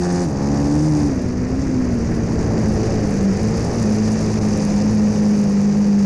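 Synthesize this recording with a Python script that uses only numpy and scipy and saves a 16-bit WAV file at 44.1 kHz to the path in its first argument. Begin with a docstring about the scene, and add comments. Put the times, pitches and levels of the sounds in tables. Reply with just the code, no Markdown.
"""A racing quad with a one-cylinder four-stroke engine, the microphone on board, on an ice oval.
It pulls hard, changes gear, pulls again and eases off: even pulses bark down the pipe over a boom of sines.
From about two seconds on it takes the turn on small throttle openings, droning behind another quad.
Throughout, noise that flares with the engine's strokes gives clatter, hiss and the roar of gas,
filtered noise makes wind close on the microphone, and short filtered clicks are ice ticking on its case."""
import sys
import numpy as np
from scipy import signal
from scipy.fft import rfft, irfft, next_fast_len
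from scipy.io import wavfile
from scipy.ndimage import uniform_filter1d, minimum_filter1d

SR = 44100
rng = np.random.default_rng(int(sys.argv[2]) if len(sys.argv) > 2 else 0)


def put_to_file(sound):
    """Save the sound as 16-bit audio at rate SR, in the file named by the first command-line argument."""
    columns = np.atleast_2d(sound).T  # one column per channel
    safe = np.clip(columns, -1, 1)
    whole_steps = np.round(safe * 32767)
    wavfile.write(sys.argv[1], SR, whole_steps.astype(np.int16))


N = 266805
TIME = np.arange(N) / SR


def from_db(db):
    """Amplitude factor of a level in dB."""
    return 10 ** (np.asarray(db) / 20)


def rms_one(x):
    """Scales the whole signal to rms 1."""
    return x / np.sqrt(np.mean(x ** 2) + 1e-20)


def levelled(x):
    """Holds the level at rms 1 over every eighth of a second."""
    power = np.abs(uniform_filter1d(x ** 2, size=SR // 8))
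    return x / np.sqrt(power + 1e-12)


def in_time(rows):
    """Each column of a curve, sample by sample."""
    s, *columns = np.transpose(rows)
    return [np.interp(TIME, s, column) for column in columns]


def at_hz(spectrum, hz):
    """Level in dB of a spectrum at the given frequencies."""
    points, db = np.transpose(spectrum)
    return np.interp(np.log(hz), np.log(points), db)


def drift(rate_hz):
    """Smooth chance with spread 1: noise through two equal low-pass poles at rate_hz."""
    step = 40                           # samples between the drawn values
    pole = np.exp(-2 * np.pi * rate_hz * step / SR)
    noise = rng.standard_normal(N // step + 2002)
    slow = signal.lfilter([1], [1, -2 * pole, pole * pole], noise)[2000:]   # settled part only
    return np.interp(np.arange(N) / step, np.arange(len(slow)), rms_one(slow))


def coloured(x, spectrum):
    """Causal (minimum-phase) filter with the given spectrum, made by folding its cepstrum."""
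    size = 2 * next_fast_len(N // 2 + SR // 4)
    hz, db = np.transpose(spectrum)
    log_hz = np.log(np.arange(size // 2 + 1) * SR / size + 1)
    cepstrum = irfft(np.log(from_db(np.interp(log_hz, np.log(hz), db))))
    cepstrum[1:size // 2] *= 2
    cepstrum[size // 2 + 1:] = 0
    return irfft(rfft(x, size) * np.exp(rfft(cepstrum)), size)[:N]


def cycles(per_s, wobble):
    """Engine cycles turned so far; the speed wavers a little."""
    return np.cumsum(per_s * (1 + wobble * drift(15))) / SR


def stroke(turn, length):
    """A burst at the start of each turn that dies within a share of it."""
    return np.exp(-(turn % 1) / length)


def exhaust(per_s, turn, opening, boom_db):
    """An open throttle fires evenly and barks, rasping at high revs; a shut one drones unevenly at low speed."""
    # The silencer's pipe on an open throttle. Each row: frequency in Hz, gain in dB.
    open_pipe = [(45, -28), (75, 15), (140, -33), (280, -11), (360, 5), (440, 0), (550, 5.5), (630, -9),
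                 (710, 0), (810, 2), (950, -5.5), (1250, -10), (1500, -22), (1800, -18.5), (2300, -33.5),
                 (3500, -55.5), (9000, -61)]
    # The header pipe's rasp at high revs. Each row: frequency in Hz, gain in dB.
    header = [(600, -19.5), (950, -6), (1150, 1), (1400, 1.5), (1600, -1.5), (1850, -3), (2050, -14.5),
              (2600, -13.5), (3400, -27.5), (6000, -62)]
    # The pipe on a shut throttle. Each row: frequency in Hz, gain in dB.
    shut_pipe = [(50, 0), (110, -10.5), (210, 4), (260, -6.5), (330, 0), (420, 3), (520, -1.5), (640, -13),
                 (780, -21.5), (1000, -34), (1750, -26), (2300, -26)]
    uneven = 1 - 0.75 * opening
    orders = [1, *range(5, 25)]         # the boom holds the orders between
    # rasp and drone lose level for each firing per s away from the top and the lowest speed
    rasp_db = -35.5 - 1.0 * (per_s.max() - per_s)
    drone_db = -28.5 - 0.5 * (per_s - per_s.min())
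    low = from_db(1.05) * boom(per_s, turn, opening, boom_db, uneven, flutter=0.26, sway=0.22)
    barking = from_db(-25) * opening * bark(turn, uneven, open_pipe, scatter=0.43, bounce=.5)
    rasp = from_db(rasp_db) * opening * bark(turn, uneven, header, scatter=1.0, bounce=0.24)
    droning = drone(per_s, turn, shut_pipe, orders, uneven, crank_db=7, flutter=.6, sway=.009)
    return low + barking + rasp + from_db(drone_db) * droning


def boom(per_s, turn, opening, fourth_db, uneven, flutter, sway):
    """The silencer passes three low orders as near sines that flutter; the lower two grow with the throttle."""
    # What the silencer passes of the 2nd and 3rd orders. Each row: frequency in Hz, relative level in dB.
    silencer = [(102, -11.5), (107, 0), (125, -8.5), (142, -5.5), (152, 2.5), (178, -1), (212, 3.5),
                (228, -3.5), (270, -2.5)]
    second_db = at_hz(silencer, 2 * per_s) - 23.5 + 7.8 * opening
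    third_db = at_hz(silencer, 3 * per_s) - 30.5 + 7.7 * opening
    out = 0
    for order, level_db in enumerate((second_db, third_db, fourth_db), start=2):
        phase = 2 * np.pi * (order * turn + rng.random()) + sway * uneven * drift(25)
        strength = 1 + flutter * uneven * drift(25)
        out = out + from_db(level_db) * strength * np.sin(phase)
    return out


def bark(turn, uneven, pipe, scatter, bounce):
    """Each firing sends one pressure pulse down the pipe, and the silencer's echoes spread it out."""
    # The silencer's chambers. Each entry: round trip in seconds.
    chambers = [0.001294, .0029, .0047]
    fired = np.diff(np.floor(turn), prepend=0) > 0
    pulses = fired * np.maximum(1 + scatter * uneven * rng.standard_normal(N), 0)
    for trip_s in chambers:             # all-pass echoes leave the level of each order alone
        loop = np.r_[1, np.zeros(int(trip_s * SR)), bounce]
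        pulses = signal.lfilter(loop[::-1], loop, pulses + 1e-18)
    return levelled(coloured(pulses, pipe))


def drone(per_s, turn, pipe, orders, uneven, crank_db, flutter, sway):
    """Orders of the firing rate slide through the pipe's resonances; even ones gain from the crank's turning."""
    out = 0
    late = sway * uneven * drift(15)    # firings come early or late, in cycles
    for order in orders:
        gain = from_db(at_hz(pipe, order * per_s) + crank_db * (order % 2 == 0))
        strength = 1 + flutter * uneven * drift(16.3)
        phase = 2 * np.pi * (order * (turn + late) + rng.random())
        out = out + gain * strength * np.sin(phase)
    return levelled(out)


def machinery(turn, spectrum, firing, piston, grit_db):
    """Noise that flares at each firing and at the four piston reversals of a cycle."""
    flare = 1 + firing * stroke(turn, length=.25) + piston * stroke(4 * turn, length=.35)
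    grit = from_db(grit_db * drift(200))
    return levelled(coloured(rng.standard_normal(N) * flare * grit, spectrum))


def roar(turn, opening, bang, wind_db, spray_db):
    """Gas rushing in pipe and air box, louder with the throttle, the airflow and the spray."""
    # Colour of the rushing gas. Each row: frequency in Hz, gain in dB.
    gas = [(80, -20), (170, 6.5), (300, 0.5), (430, -2), (560, -4.5), (660, -7.5), (800, -13), (1100, -17),
           (2000, -33), (4000, -55)]
    airflow_swing_db = wind_db - wind_db.mean()
    roar_db = -26 + 2.5 * opening ** 2 + 0.31 * airflow_swing_db + 0.56 * spray_db
    return from_db(roar_db) * machinery(turn, gas, firing=1.2 * bang, piston=0.24, grit_db=0.5)


def treble(per_s, turn, opening, bang, spray_db, rattle_db):
    """Clatter rises with power and the running gear's rattle, hiss with power and spray, fizz with spray
    and on cam; all of it, with the ice, dips at the gear change and in one brief lull."""
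    # Clatter of engine and running gear. Each row: frequency in Hz, gain in dB.
    clatter_colour = [(250, -22.5), (600, 2), (1020, 1.5), (1300, -1.5), (1620, -0.5), (1830, 3),
                      (2050, -2), (2450, -1), (2900, -8), (3400, -17), (5000, -53)]
    # Metallic hiss. Each row: frequency in Hz, gain in dB.
    hiss_colour = [(2500, -47.5), (3500, -12.5), (4200, -8.5), (4700, 0), (5400, -0.5), (6000, 1.5),
                   (6800, -2.5), (7700, -13.5), (9000, -18.5), (10500, -26.5), (12000, -58), (14500, -50),
                   (16000, -67)]
    # Fine fizz at the very top. Each row: frequency in Hz, gain in dB.
    fizz_colour = [(3500, -33), (6500, 8), (8000, 3), (9500, 0), (10700, -9.5), (12000, -26), (14500, -28),
                   (16000, -39.5)]
    cam_per_s, cam_width_per_s = 72, .5  # above this firing rate the engine comes on cam and its intake fizzes
    power = opening * (per_s / per_s.max()) ** 3.9
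    on_cam = opening / (1 + np.exp((cam_per_s - per_s) / cam_width_per_s))
    flicker = drift(7.4)                 # clatter, hiss and fizz swell and thin together
    clatter_db = rattle_db - 0.8 + 1.0 * power + .4 * flicker
    hiss_db = -37.3 + 6.4 * power + 0.89 * spray_db + 0.66 * flicker
    fizz_gain = from_db(-63.5 + 0.65 * spray_db) + from_db(-45.5) * on_cam
    fizz_gain = fizz_gain * from_db(2.2 * flicker)
    clatter = from_db(clatter_db) * machinery(turn, clatter_colour, 1.4 * bang, piston=0.34, grit_db=1.2)
    hiss = from_db(hiss_db) * machinery(turn, hiss_colour, 1.23 * bang, piston=1.0, grit_db=1.83)
    fizz = fizz_gain * machinery(turn, fizz_colour, 1.9 * bang, piston=.6, grit_db=2.0)
    grains = ice(spray_db, spread_db=3.6, chip_db=4.0, clump_db=3.5)
    shift = dip(at_s=.26, recover_s=.11, depth_db=-3.5)
    lull = dip(at_s=4.392, recover_s=.024, depth_db=-10)
    return (clatter + hiss + fizz + grains) * shift * lull


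def dip(at_s, recover_s, depth_db):
    """A gain that drops away at once and comes back."""
    since = (TIME - at_s) / recover_s
    return from_db(depth_db * (since > 0) * np.exp(-since ** 2))


def ice(spray_db, spread_db, chip_db, clump_db):
    """Grains thrown up by studded tyres tick on the case in clumps: many small ones, a few big."""
    # Big grains hitting the case. Each row: time in seconds, peak in dB before chip_db is added.
    chips = [(2.6856, -26), (3.4328, -25), (3.8284, -22), (4.119, -25), (4.5759, -24), (4.6512, -20.5),
             (5.1792, -31), (5.3118, -31)]
    # Colour of one tick on the case. Each row: frequency in Hz, gain in dB.
    grain_colour = [(1000, -22), (3400, -20), (4700, -5), (6400, 0), (7800, -7), (9800, -6), (11000, -11),
                    (12000, -23), (13800, -24), (16000, -48)]
    grains_per_s, grain_db = 230, -35.5  # rate and smallest peak at a spray of 0 dB, before clumping
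    # rate and size each follow a share of the spray's swing in dB
    rate = grains_per_s * from_db(1.1 * spray_db + clump_db * drift(12))
    born = rng.random(N) < rate / SR
    extra_db = spread_db * np.minimum(rng.exponential(1, N), 3)
    hits = born * from_db(grain_db + 0.75 * spray_db + extra_db)
    for s, peak_db in chips:
        hits[round(s * SR)] += from_db(peak_db + chip_db)
    tick_peak = np.abs(coloured(1.0 * (TIME == 0), grain_colour)).max()
    return coloured(hits * rng.choice([-1, 1], N), grain_colour) / tick_peak


def rival():
    """The quad ahead runs at nearly the same speed, so the two exhausts beat."""
    # The quad ahead. Each row: time in seconds, firings per s, level in dB.
    quad_ahead = [(2.1, 57, -56), (2.45, 52.7, -31), (2.85, 55, -27.5), (3.1, 53, -32), (3.75, 58.5, -32.5),
                  (4.2, 53.5, -33), (4.65, 56.5, -36), (5.2, 55.4, -48), (6.05, 53, -37.5)]
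    # Its exhaust pipe. Each row: frequency in Hz, gain in dB.
    rival_pipe = [(60, -31), (170, 1.5), (300, 2), (430, 11.5), (560, 0), (660, -3.5), (790, 1.5),
                  (1000, -43), (2300, -42)]
    per_s, level_db = in_time(quad_ahead)
    turn = cycles(per_s, wobble=0.00499)
    droning = drone(per_s, turn, rival_pipe, range(2, 20), uneven=.6, crank_db=4.0, flutter=.5, sway=.004)
    return from_db(level_db) * droning


def wind(lumpy_db):
    """Eddies buffet the microphone: low noise that swells and sinks at random."""
    # Colour of the buffeting. Each row: frequency in Hz, gain in dB.
    wind_colour = [(15, -9), (35, -14.5), (65, -1.5), (110, -4), (180, -8), (300, -8), (500, -21),
                   (900, -34.5), (2000, -34), (5000, -82)]
    lumps = from_db(lumpy_db * drift(25))
    return levelled(coloured(rng.standard_normal(N) * lumps, wind_colour))


def scene():
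    """Both engines, the machinery, the wind and the spray, all close and dry."""
    # Engine speed through the pulls and the turn. Each row: time in seconds, firings per s.
    speed = [(0, 87.75), (.23, 89), (.32, 68.3), (.5, 70.8), (.66, 71.5), (.86, 77.4), (1.07, 71.8),
             (1.15, 63.8), (1.25, 61.2), (1.44, 61.9), (1.63, 68), (1.7, 64.3), (1.82, 63.4), (2.02, 57.2),
             (2.48, 56), (2.73, 52.8), (2.9, 56.3), (3.15, 49.5), (3.35, 48.3), (3.4, 54.3), (3.48, 54),
             (3.58, 57.7), (3.78, 58.5), (3.86, 52.6), (4.2, 54.4), (4.75, 50.8), (4.92, 54), (5.0, 52.4),
             (5.28, 52.2), (5.55, 49.9), (5.78, 51.4), (6.05, 50)]
    # Two pulls with a gear change between, then small openings. Each row: time in seconds, throttle 0-1.
    throttle = [(0, 0.7), (.23, 0.88), (.27, 0.36), (.42, .9), (.65, 1), (1.07, 0.66), (1.13, .1),
                (2.15, .1), (2.45, 0.32), (2.85, 0.28), (3.3, 0.08), (3.74, 0.48), (3.9, .2), (6.05, .28)]
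    # The exhaust's main note, the 4th order. Each row: time in seconds, level in dB before a 1.05 dB lift.
    main_note = [(0, -21), (.35, -27.5), (.58, -20.5), (.7, -15), (1.03, -16), (1.3, -26), (1.55, -19.5),
                 (1.63, -23.5), (1.72, -18), (1.92, -19.5), (2.05, -24), (2.5, -27.5), (2.68, -14.5),
                 (2.87, -28), (3.05, -21.5), (3.29, -12), (3.37, -22.5), (3.45, -18.5), (3.66, -31.5),
                 (3.87, -13), (4.2, -20.5), (4.4, -17.5), (4.6, -17), (4.9, -12.5), (5.45, -14), (5.8, -12),
                 (6.05, -10.5)]
    # Air over the microphone. Each row: time in seconds, level in dB before a 3.5 dB lift.
    airflow = [(0, -32), (.5, -28.5), (1.8, -26), (2.4, -23.5), (3.2, -26.5), (3.75, -27.5), (3.95, -31),
               (4.6, -29), (6.05, -38)]
    # Ice spray from the quad ahead, and the bumpy track. Each row: time in seconds,
    # thickness of the spray in dB, rattle of the running gear in dB before the treble's trims.
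    spray = [(.4, -6, -43), (.95, -3.5, -40.5), (1.3, -8, -44), (2.1, -7, -42.5), (2.8, -2, -39.5),
             (3.15, -3.5, -39), (3.7, -1.5, -38.5), (4.65, -0.5, -38), (5.4, -4, -40.5), (6.05, -4, -40)]
    per_s, = in_time(speed)
    boom_db, = in_time(main_note)
    opening, = in_time(throttle)
    wind_db, = in_time(airflow)
    spray_db, rattle_db = in_time(spray)
    turn = cycles(per_s, wobble=.001)
    bang = 0.28 + 0.87 * opening ** 2      # how sharply each firing stands out of the noise
    own_exhaust = exhaust(per_s, turn, opening, boom_db)
    gas_rush = roar(turn, opening, bang, wind_db, spray_db)
    bright = treble(per_s, turn, opening, bang, spray_db, rattle_db)
    air = from_db(wind_db + 3.5) * wind(lumpy_db=2.0)
    return (own_exhaust + gas_rush + bright + rival() + air)[None]


def record(dry, ceiling=0.35):
    """A fast look-ahead limiter holds the peaks down; a steep low-pass cuts the top."""
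    room = np.minimum(1, ceiling / (np.abs(dry) + 1e-9))
    gain = uniform_filter1d(minimum_filter1d(room, size=300), size=300)
    low_pass = signal.cheby2(12, 60, 15200, fs=SR, output="sos")   # 60 dB down from 15200 Hz
    return signal.sosfilt(low_pass, dry * gain)


dry = scene()
out = record(dry)
put_to_file(out)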